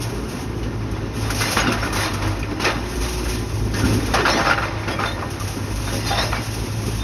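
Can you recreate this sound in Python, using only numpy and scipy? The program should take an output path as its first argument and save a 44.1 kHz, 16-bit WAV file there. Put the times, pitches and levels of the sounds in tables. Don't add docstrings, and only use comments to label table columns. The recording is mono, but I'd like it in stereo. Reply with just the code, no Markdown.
import sys
import numpy as np
from scipy import signal
from scipy.fft import rfft, irfft, next_fast_len
from scipy.io import wavfile
from scipy.ndimage import uniform_filter1d

SR = 44100
rng = np.random.default_rng(int(sys.argv[2]) if len(sys.argv) > 2 else 0)


def store_pcm(level_fs):
    pcm = np.round(np.clip(level_fs, -1, 1) * 32767).astype(np.int16)
    wavfile.write(sys.argv[1], SR, np.atleast_2d(pcm).T)


N = 310023


def amp(db):
    return 10 ** (np.asarray(db) / 20)


def evened(x):
    return x / np.sqrt(np.mean(x ** 2) + 1e-20)


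def read(points, hz):
    f, value = np.transpose(points)
    return np.interp(np.log(hz + 1), np.log(f + 1), value)


def columns(rows):
    s, *rest = np.transpose(rows)
    return [np.interp(np.arange(N) / SR, s, c) for c in rest]


def colour(x, points):
    size = next_fast_len(x.shape[-1])
    gain = amp(read(points, np.fft.rfftfreq(size, 1 / SR)))
    return irfft(rfft(x, size) * gain, size)[..., :x.shape[-1]]


def drift(width_s):
    size = max(int(width_s * SR), 1)
    once = uniform_filter1d(rng.standard_normal(N), size)
    return evened(uniform_filter1d(once, size))


def grains(per_s, spread_db, fade_s):
    sizes = amp(2 * spread_db * np.minimum(rng.exponential(1, N), 4))
    starts = (rng.random(N) < per_s / SR) * sizes
    power = signal.lfilter([1], [1, -np.exp(-1 / (fade_s * SR))], starts)
    power = uniform_filter1d(power, max(int(0.62 * fade_s * SR), 1))
    return np.sqrt(abs(power)) * rng.standard_normal((2, N))


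def ring(force, hz, t60):
    r, turn = np.exp(-np.log(1000) / (t60 * SR)), 2 * np.pi * hz / SR
    return signal.lfilter([0, np.sin(turn)], [1, -2 * r * np.cos(turn), r * r], force)


def uneven_blows(shape, most):
    return amp(3.5 * np.minimum(rng.exponential(1, shape), most)) * rng.choice([-1, 1], (2, *shape))


def add_at(out, s, sound):
    start = round(s * SR)
    out[:, start:start + sound.shape[-1]] += sound


def wavering_tone(angle, db):
    wander = np.array([[0], [2.5]]) * drift(0.052)
    level = amp(db + 2.5 * drift(0.049))
    return np.sqrt(2) * level * np.sin(angle + wander)


# (time [s], firing rate [Hz], firing tone level [dB], half-rate tone level [dB])
ENGINE_COURSE = [(0, 115.1, -26, -27.5), (.3, 116.3, -33.5, -36), (.6, 108.6, -25.5, -33),
                 (.95, 106.7, -27, -29), (1.38, 106.6, -23.5, -26.5), (1.68, 111.4, -32.5, -31),
                 (1.8, 107.5, -23, -27.5), (2.05, 100.9, -29, -30), (2.33, 98.94, -22, -28.5),
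                 (2.62, 108.4, -25.5, -29), (2.96, 115.9, -32, -26.5), (3.28, 114.7, -31, -25),
                 (3.5, 106.3, -23, -31), (3.78, 106.4, -24, -27.5), (4.0, 107.2, -17, -23),
                 (4.42, 105.4, -37, -36), (4.8, 104.2, -25.5, -34), (5.2, 103, -29, -38),
                 (5.55, 100.9, -27.5, -36), (5.78, 102.8, -27, -29), (6.3, 109, -24, -27),
                 (6.7, 108.4, -26, -38), (7.03, 108, -22.5, -26)]
# (frequency [Hz], relative density [dB per Hz])
ROAR_SPECTRUM = [(15, -45), (25, -22), (48, 3), (76, -1), (108, -3), (137, -3), (200, -10.5), (245, -5.5),
                 (290, -12.5), (323, -12.5), (649, -20), (987, -17), (2340, -46), (2560, -34), (2880, -31),
                 (3720, -36.5), (6500, -34.5), (8450, -76), (14300, -120)]
ROAR_DB = -26.5


def engine():
    hz, firing_db, half_db = columns(ENGINE_COURSE)
    turns = 2 * np.pi * np.cumsum(hz * (1 + 0.009 * drift(0.017))) / SR
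    tones = wavering_tone(turns, firing_db) + wavering_tone(turns / 2, half_db)
    throb = 1 + 0.19 * np.cos(turns) + 0.098 * np.cos(turns / 2)
    roar = colour(throb * rng.standard_normal((2, N)), ROAR_SPECTRUM)
    return tones + amp(ROAR_DB + 0.27 * drift(0.086)) * evened(roar)


# (time [s], pitch [Hz], level [dB])
PUMP_COURSE = [(0, 364, -60), (.2, 362.6, -34.5), (.65, 359.7, -42), (1.05, 319.2, -29.5), (1.3, 336, -65),
               (1.9, 335.3, -35.5), (2.55, 301.7, -30), (2.7, 351, -36), (3.1, 364.4, -28), (3.4, 364, -36),
               (3.65, 352, -41.5), (4.2, 347.2, -29), (4.5, 308, -32), (4.62, 343.8, -37), (5, 330.7, -33),
               (5.6, 330, -47), (7.03, 339.4, -40)]


def pump():
    hz, db = columns(PUMP_COURSE)
    strokes = 2 * np.pi * np.cumsum(hz * (1 + .022 * drift(.03))) / SR
    return wavering_tone(strokes, db)


# (time [s], heavy chunks [dB], concrete [dB], fine grit [dB], loose bars [dB])
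TRICKLE_GAINS = [(0, -29.5, -33.5, -33, -58), (.5, -29, -36.5, -42, -54), (1.1, -28.5, -34.5, -46.5, -41),
                 (1.7, -26.5, -26, -33.5, -36), (2.4, -30, -33, -43, -43), (2.9, -29, -32.5, -32, -40),
                 (3.25, -27, -32.5, -28, -37), (3.66, -26.5, -36.5, -36.5, -44),
                 (4.0, -22.5, -29.5, -29, -33.5), (4.7, -35.5, -29, -41, -49), (5.25, -32, -33.5, -38, -50),
                 (5.6, -29.5, -34.5, -34, -57), (6.05, -37, -33, -26.5, -29.5),
                 (6.6, -28, -34.5, -31, -37.5), (7.03, -41, -34, -32.5, -44)]
# (start [s], held [s], heavy chunks [dB], concrete [dB], fine grit [dB], loose bars [dB])
JAW_BITES = [(0, 0.01, -28, -37, -22, -53), (.27, 0.16, -30, -37, -35, -53),
             (1.13, 0.21, -40, -45, -27, -42), (1.349, 0.18, -36, -25.5, -19.5, -24.5),
             (1.563, 0.024, -17.5, -13, -35, -22), (1.64, 0.089, -20.5, -25.5, -47, -40),
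             (1.82, 0.042, -42, -26.5, -29, -45), (1.931, 0.11, -40, -20.5, -22, -25.5),
             (2.208, 0.079, -42, -27, -34, -43), (2.5, 0.029, -23.5, -36, -39, -49),
             (2.595, 0.028, -29, -21, -30, -25), (2.631, 0.059, -25, -16.5, -31, -30),
             (3.002, 0.083, -39, -30.5, -26.5, -32), (3.27, 0.083, -36, -36, -25.5, -31.5),
             (3.75, 0.052, -34, -28.5, -24.5, -31), (3.828, 0.099, -20.5, -29.5, -26.5, -44),
             (4.134, 0.074, -28, -18.5, -47, -44), (4.248, 0.053, -35, -16, -27.5, -42),
             (4.31, 0.1, -30, -20.5, -35, -35), (4.42, 0.096, -40, -19.5, -33, -28.5),
             (4.619, 0.033, -69, -24, -37, -32), (4.874, 0.04, -24, -23.5, -33.5, -50),
             (4.978, 0.07, -31.5, -23.5, -32.5, -54), (5.17, 0.079, -33, -37, -53, -46),
             (5.3, .03, -31, -53, -34, -54), (5.39, 0.13, -38, -47, -30.5, -50),
             (5.87, .03, -38, -28.5, -35, -49), (5.919, 0.038, -21, -33, -25, -44),
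             (6.04, 0.11, -32, -28.5, -30, -30.5), (6.14, 0.1, -36, -23, -37, -31),
             (6.31, 0.049, -35, -23.5, -35, -40), (6.55, 0.058, -34, -54, -49, -52),
             (6.8, 0.087, -27.5, -47, -30.5, -49)]
# chunks, concrete, grit, bars [dB per s]
SETTLING = [252, 214, 148, 117]
DIG_SHARE = 0.32


def work():
    t = np.arange(N) / SR
    power = amp(columns(TRICKLE_GAINS)) ** 2
    for s, held_s, *db in JAW_BITES:
        span = slice(round(s * SR), round((s + held_s) * SR) + SR // 3)
        since = t[span] - s
        fall_db = np.outer(SETTLING, np.maximum(since - held_s, 0))
        swell = np.clip(since / (DIG_SHARE * held_s), 0, 1)
        power[:, span] += (amp(np.c_[db] - fall_db) * swell) ** 2
    return np.sqrt(power)


# (frequency [Hz], relative level [dB], t60 [s])
STEEL_MODES = [(548, -1, .3), (616, -4, .25), (683, -3, .25), (805, -2, .25), (1040, -5, .12),
               (1255, -4, .12), (1420, -1, .12), (1510, -5, .12), (1670, -9, .15), (1829, -4, .3),
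               (2075, -7, .2), (2430, -9, .15), (2735, -10, .15), (3280, -12, .12), (3655, -9, .15),
               (4150, -11, .15), (4700, -14, .12), (5122, -14, .2), (5415, -12, .15)]


def shaken_steel(force):
    return sum(amp(db) * ring(force, hz, t60) for hz, db, t60 in STEEL_MODES)


def knocking_lumps():
    at = rng.integers(0, N, (12, 420))
    blows = uneven_blows(at.shape, most=2.5)
    lumps = np.zeros((2, N))
    for k, hz in enumerate(np.geomspace(550, 2900, len(at))):
        clicks = np.zeros((2, N))
        clicks[:, at[k]] = blows[:, k]
        lumps += ring(clicks, hz, t60=0.038)
    return evened(lumps)


# (frequency [Hz], relative density [dB per Hz])
CHUNK_SPECTRUM = [(40, -17), (90, -2.5), (250, 13), (420, 7), (700, -16.5), (1500, -36)]
CRUNCH_SPECTRUM = [(200, -10), (500, -0.5), (900, 8.5), (1450, 3), (2200, 1), (2750, 0.5), (3100, -1.5),
                   (5000, -5.5), (8000, -14), (16000, -63)]
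GRIT_SPECTRUM = [(1200, -38), (2500, 0), (4000, -3.5), (5000, 0), (6500, 3), (9000, -4.5), (11500, -9),
                 (13200, -17), (16000, -22)]


def rubble():
    chunks_gain, crunch_gain, grit_gain, _ = work()
    t = np.arange(N) / SR
    breaks = np.array([row[0] for row in CRACKS] + [np.inf])
    until = breaks[np.searchsorted(breaks, t)] - t
    crunch_gain = crunch_gain * amp(-2.5 * np.clip(1 - until / 0.0053, 0, 1))
    chunks = evened(colour(grains(per_s=55.0, spread_db=-4.5, fade_s=0.025), CHUNK_SPECTRUM))
    crumbs = evened(grains(per_s=220., spread_db=2.5, fade_s=0.018))
    crackle = evened(grains(per_s=260., spread_db=3.5, fade_s=0.0018))
    crumbs = evened(crumbs + amp(-5.) * crackle) * crunch_gain
    level = np.sqrt(np.mean(crumbs ** 2))
    steel = shaken_steel(crumbs[::-1])
    crunch = level * (evened(colour(crumbs, CRUNCH_SPECTRUM)) + amp(-5.5) * evened(steel))
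    crunch += amp(-5.5) * crunch_gain * knocking_lumps()
    grit = evened(colour(grains(per_s=430.0, spread_db=4.5, fade_s=0.019), GRIT_SPECTRUM))
    return chunks_gain * chunks + crunch + grit_gain * grit


def loose_bars(count=20):
    out = np.zeros((2, N))
    own = np.geomspace(1800, 6500, count) * rng.uniform(0.87, 1.03, count)
    upper = [hz for hz, _, _ in STEEL_MODES if hz > 3500]
    for hz, db in [(f, 0) for f in own] + [(f, 5.) for f in upper]:
        at = rng.integers(0, N, 400)
        clicks = np.zeros((2, N))
        clicks[:, at] = uneven_blows(at.shape, most=3)
        out += amp(db - 1.4 * np.log2(hz / 1600)) * ring(clicks, hz, t60=0.095)
    return work()[-1] * evened(out)


# (time [s], pitch [Hz], level [dB], time it is rubbed [s])
BAR_SONGS = [(0.95, 3400, -43, 0.013), (1.6, 2900, -27, 0.027), (1.665, 2800, -28, .015),
             (1.69, 2720, -30, .02), (1.599, 6540, -19, 0.016), (1.812, 5460, -32, 0.023),
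             (1.836, 1460, -31, 0.02), (2.036, 4186, -35, 0.026), (3.735, 1663, -35, 0.033),
             (4.171, 399, -21.5, 0.077), (3.9, 2600, -34, .02), (4.274, 4170, -32, .05),
             (4.33, 4170, -31, .04), (4.285, 5900, -31.5, .11), (4.275, 4100, -27, 0.065),
             (4.34, 3600, -34, .04), (4.3, 5410, -24, 0.034), (4.25, 4800, -30, 0.022),
             (4.26, 3800, -31, .06), (4.325, 4400, -33, .02), (4.335, 3400, -31, 0.036),
             (4.34, 5410, -38, .06), (4.412, 6200, -31.5, .02), (4.462, 5400, -30, .025),
             (4.451, 555, -31, 0.26), (4.33, 1829, -31, .11), (4.31, 2075, -32, .07),
             (4.54, 1829, -33, .07), (5.09, 1829, -36, .09), (5.06, 4150, -37, .09),
             (4.48, 4770, -29.5, 0.027), (3.8, 1420, -27, 0.046), (4.372, 4700, -30, 0.0208),
             (4.835, 2200, -34, .015), (4.898, 5000, -36, 0.041), (4.901, 3300, -33, .043),
             (4.9, 547, -33, .3), (4.987, 1248, -27, 0.054), (5.057, 3620, -27, 0.0151),
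             (5.077, 3580, -25, 0.012), (5.116, 3690, -29, .014), (4.935, 2330, -36, 0.057),
             (5.4, 1200, -32, .03), (5.06, 1420, -30, 0.048), (5.866, 3630, -34, 0.032),
             (6.056, 4150, -28, 0.027), (6.07, 5060, -35, .025), (6.07, 4780, -33, .04),
             (6.105, 3280, -34, .035), (6.135, 5350, -36, .025), (6.213, 3830, -26, .012),
             (6.235, 5140, -32, .03), (6.18, 4050, -30, .02), (6.108, 749, -23.5, 0.052),
             (6.08, 3600, -31, .03), (6.115, 3600, -29, .024), (6.148, 3600, -28, 0.0119),
             (6.172, 682, -25, 0.035), (6.238, 616, -29, .06), (6.175, 3670, -20.5, 0.019),
             (6.187, 5420, -25, .016), (6.208, 5380, -24, .01), (6.207, 4100, -27.5, 0.026),
             (6.27, 5400, -34, .025), (7, 3630, -32, .03), (6.317, 2000, -33, 0.015),
             (6.17, 1900, -31, .04), (6.34, 2300, -34, .05), (6.325, 780, -32, 0.04),
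             (6.549, 835, -36, .029), (6.75, 206.5, -33, 0.41)]
RING_CYCLES, LONGEST_T60_S = 270., .075
RUB_FADE_DB = -1.5


def singing_bars():
    out = np.zeros((2, N + SR))
    for s, hz, db, rub_s in BAR_SONGS:
        t = np.arange(0, rub_s + .12, 1 / SR)
        slips = rng.standard_normal((2, len(t))) * amp(-60 * np.maximum(t - rub_s, 0) / 0.024)
        slips += 0.1 * hz / 5000 * np.sin(2 * np.pi * hz * t) * (t < rub_s)
        slips[:, 0] = 9.0
        grip = evened(uniform_filter1d(rng.standard_normal(len(t)), 200))
        slips *= amp(RUB_FADE_DB * t / rub_s + 2. * grip)
        t60 = min(RING_CYCLES / hz, LONGEST_T60_S)
        twin = ring(slips, hz * 1.028, 0.4 * t60)
        song = ring(slips, hz, t60) + 0.4 * twin
        rubbed_rms = np.sqrt(np.mean(song[:, t < rub_s + .01] ** 2))
        add_at(out, s, amp(db) * song / rubbed_rms)
    return out[:, :N]


# (time [s], level before damping [dB], pitch [Hz])
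SLAB_THUDS = [(2.668, -9, 363), (2.675, -11.5, 440), (3.831, -14, 250), (3.836, -8, 75), (3.839, -9.5, 265),
              (3.853, -7, 230), (3.895, -17, 368), (3.904, -11, 110), (3.92, -18, 380), (3.949, -12, 240),
              (3.99, -14, 95)]


def thuds():
    out, t = np.zeros((2, N)), np.arange(SR // 5) / SR
    for s, db, hz in SLAB_THUDS:
        t60 = 0.035 + 5.8 / hz
        push = amp(db - 60 * t / t60) * np.minimum(t / 0.0015, 1)
        add_at(out, s, push * np.sin(2 * np.pi * hz * t))
    return out


# (time [s], peak level [dB])
STONE_SNAPS = [(0.013, -17), (0.91, -25), (1.3017, -8), (1.3449, -9), (1.4058, -6.5), (1.5758, -11),
               (1.718, -10.5), (1.925, -11.5), (2.134, -14.5), (2.2712, -19), (2.39, -20), (2.597, -25),
               (2.9532, -18), (4.0571, -13), (4.135, -10.5), (5.3004, -20), (5.396, -16), (5.474, -16),
               (5.7533, -16.5), (6.067, -16.5)]


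def snaps():
    out, t = np.zeros((2, N + SR)), np.arange(SR // 4) / SR
    for s, db in STONE_SNAPS:
        noise = colour(rng.standard_normal((2, len(t))), GRIT_SPECTRUM)
        snap = noise * amp(-60 * t / 0.14) * np.minimum(t / 0.0047, 1)
        add_at(out, s, amp(db) * snap / abs(snap).max())
    return out[:, :N]


# (time [s], peak level [dB], pitch [Hz], contact [s])
JAW_KNOCKS = [(0.629, -27.5, 2920, 0.0058), (1.4197, -12, 1490, 0.0039), (1.571, -12, 1090, 0.0057),
              (1.583, -13, 1200, .005), (1.594, -12, 1500, .004), (1.617, -14, 1500, .006),
              (1.638, -14, 1500, .005), (1.6702, -8, 1410, .004), (1.702, -18, 3410, .004),
              (1.719, -9, 1290, 0.0051), (1.722, -15, 2600, .006), (1.832, -18.5, 1450, 0.0085),
              (1.984, -17, 1500, 0.0067), (2.012, -16, 1880, .006), (2.033, -15, 1900, .004),
              (2.056, -16, 1090, .007), (2.428, -15, 2450, 0.0067), (2.644, -9, 1510, .003),
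              (2.6751, -13.5, 2450, .009), (4.1375, -11.5, 850, 0.013), (4.155, -13, 1070, 0.0049),
              (4.173, -8, 1250, .004), (4.191, -13, 1020, .005), (4.2517, -2, 1420, .0045),
              (4.26, -12, 1650, 0.0062), (4.265, -10.5, 791, 0.0069), (4.279, -11, 1390, .005),
              (4.284, -16, 2650, .006), (4.293, -13, 1000, .005), (4.332, -15, 1000, .006),
              (4.3979, -13, 799, .003), (4.4127, -12.5, 1500, 0.0053), (4.459, -13, 1440, 0.0065),
              (4.47, -5, 1310, .0034), (4.4791, -10, 1390, .006), (4.499, -3, 1370, .0034),
              (4.5095, 0, 1436, .0075), (4.527, -12, 1412, .006), (4.532, -14.5, 2650, .006),
              (4.534, -11, 1420, .004), (4.5778, -11.5, 1415, 0.0038), (4.5855, -15, 1260, .0036),
              (4.62, -15, 1360, .004), (4.634, -15.5, 1416, .01), (4.877, -16, 1435, 0.012),
              (4.878, -21, 2150, .01), (4.879, -21, 2700, .008), (4.914, -24, 2070, .01),
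              (4.989, -12, 1260, .009), (5.0358, -10, 1458, .008), (5.875, -21.5, 1360, 0.0054),
              (6.1808, -13, 730, 0.011), (6.187, -17.5, 2000, .006), (6.3286, -11, 1277, 0.0083)]
KNOCK_T60_S, KNOCK_TAIL_DB = .03, -22
JAW_RING_DB = -10


def knocks():
    out, t = np.zeros((2, N + SR)), np.arange(SR // 20) / SR
    chances = rng.random((len(JAW_KNOCKS), 2))
    for (s, db, hz, contact_s), (ratio, sign) in zip(JAW_KNOCKS, chances):
        upper = np.sin(2 * np.pi * hz * (1.7 + 0.32 * ratio) * t)
        tone = np.sin(2 * np.pi * hz * t) + 0.3 * upper
        press = np.sin(np.pi * np.clip(t / contact_s, 0, 1) ** 0.95)
        tail = amp(KNOCK_TAIL_DB - 60 * t / KNOCK_T60_S) * np.minimum(t / contact_s, 1)
        roughness = 1 + 0.68 * uniform_filter1d(rng.standard_normal((2, len(t))), size=9)
        knock = (press + tail) * roughness * tone
        add_at(out, s, np.sign(sign - .5) * amp(db) * knock / abs(knock).max())
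    lumps = out[:, :N]
    lumps_rms = np.sqrt(np.mean(lumps ** 2))
    return lumps + amp(JAW_RING_DB) * lumps_rms * evened(shaken_steel(lumps))


# (time [s], crack peak level [dB], pitch struck most [Hz],
# treble relative to that pitch [dB], steel ring peak above the crack peak [dB])
CRACKS = [(0.628, -23.5, 1075, -3, -24), (1.294, -13, 1480, -28, -8), (1.406, -11, 1580, -18, -1),
          (1.568, -12, 1000, -5, -9), (1.668, -7.5, 1395, -13, -22), (1.718, -8.5, 1410, -16, -32),
          (1.822, -12, 1446, -26, -2.5), (1.925, -16.5, 1455, -15, 0.5), (1.982, -17, 1520, -26, -7),
          (2.054, -8.5, 1113, -13, -24), (2.136, -14, 1290, -21, -33), (2.217, -14, 1052, -11, -19),
          (2.428, -18.5, 2480, -25, -17), (2.6, -16, 1338, -1, -33), (2.644, -2.5, 2570, -8, -13),
          (3.252, -19, 1560, -34, -8), (3.736, -12, 1643, -4, -10), (3.919, -18, 817, -33, -17),
          (4.136, -0.5, 780, -15, -12), (4.251, -3, 1510, -23, -19), (4.367, -11, 858, -22, -1),
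          (4.39, -11, 1400, -30, -5), (4.448, -14.5, 1424, -32, 3), (4.466, -8, 1360, -24, -2),
          (4.509, -10, 1426, -22, -19), (4.576, -7.5, 1410, -27, -11), (4.62, -12, 1350, -28, -12),
          (4.874, -11.5, 1408, -14, -19), (4.99, -16.5, 1138, -25, 2), (5.036, -12.5, 1420, -41, -0.5),
          (5.174, -19, 1187, -39, -5), (5.219, -14, 1045, -44, -10), (5.87, -19, 1410, -35, -5),
          (5.918, -28.5, 608, -10, 9), (6.105, -13.5, 848, -26, 1), (6.178, -6, 667, -16, -31),
          (6.325, -16, 1300, -30, -4)]
CRACK_T60_S = 0.15


def cracks():
    out, t = np.zeros((2, N + SR)), np.arange(SR // 4) / SR
    fall = (amp(-60 * t / CRACK_T60_S) + 0.3 * amp(-60 * t / 0.03)) * np.minimum(t / 0.0078, 1)
    for s, db, hz, treble_db, ring_db in CRACKS:
        noise = rng.standard_normal((2, len(t)))
        spectrum = [(hz / 6, -24.), (hz / 1.25, -6.), (hz, 0), (hz * 1.25, -8.),
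                    (5800, treble_db), (16000, treble_db - 33.0)]
        crack = evened(colour(noise, spectrum)) * fall
        force = noise * amp(-60 * t / 0.18)
        steel = np.zeros((2, len(t)))
        for mode_hz, mode_db, t60 in STEEL_MODES:
            if .4 < mode_hz / hz < 4:
                off_pitch_db = 11.0 * abs(np.log2(mode_hz / hz))
                steel += amp(mode_db - off_pitch_db) * ring(force, mode_hz, t60)
        sound = crack / abs(crack).max() + amp(ring_db) * steel / abs(steel).max()
        add_at(out, s, amp(db) * sound)
    return out[:, :N]


def scene():
    background = engine() + pump()
    debris = rubble() + loose_bars() + singing_bars() + thuds() + snaps()
    return background + debris + knocks() + cracks()


# (frequency [Hz], gain [dB])
HOUSING = [(12, -40), (32, -20), (45, -3), (4550, -2.5), (4850, -6), (5200, -4.5), (16000, -1)]
# (frequency [Hz], likeness [0 to 1])
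LIKENESS = [(40, .8), (100, .72), (180, .5), (400, .7), (700, .55), (1050, .82), (1500, .87), (2100, .35),
            (4600, .35), (5200, .9), (6200, .78), (7000, .999), (8200, .999), (9300, .65), (10400, .999),
            (11700, .999), (12600, .55), (13400, .99), (15100, .999), (16000, .7)]
# (frequency [Hz], lead [radians])
LEFT_LEAD = [(0, 0), (300, -.2), (650, -1.7), (1150, -1.2), (2000, .3), (2600, .6), (3000, 3.2),
             (4500, 3.1), (4950, 6.4), (5500, 6.7), (7000, 9.42), (8200, 9.43), (10400, 12.56),
             (11800, 12.57), (13300, 15.7), (16000, 15.72)]
# (frequency [Hz], difference [dB])
LEFT_TILT = [(60, 1), (100, 2), (200, 2.5), (330, 5.5), (850, 6), (1100, 2.5), (1400, .5), (2200, 0),
             (16000, -.3)]
EDGE_HZ = 15760


def record(dry):
    size = next_fast_len(N + 4096)
    hz = np.fft.rfftfreq(size, 1 / SR)
    near, scattered = rfft(dry, size) * amp(read(HOUSING, hz))
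    same = np.clip(read(LIKENESS, hz), 0, 1)
    tilt = amp(read(LEFT_TILT, hz) / 2)
    shift = np.exp(-1j * np.interp(hz, *np.transpose(LEFT_LEAD)))
    right = same * shift * near + np.sqrt(1 - same ** 2) * scattered
    channels = irfft(np.array([near * tilt, right / tilt]), size)[:, :N]
    channels = 1.2 * np.tanh(channels / 1.2)
    lowpass = signal.firwin(1023, EDGE_HZ, window=("kaiser", 9), fs=SR)
    return signal.oaconvolve(channels, lowpass[None], "same", axes=1)


dry = scene()
out = record(dry)
store_pcm(out)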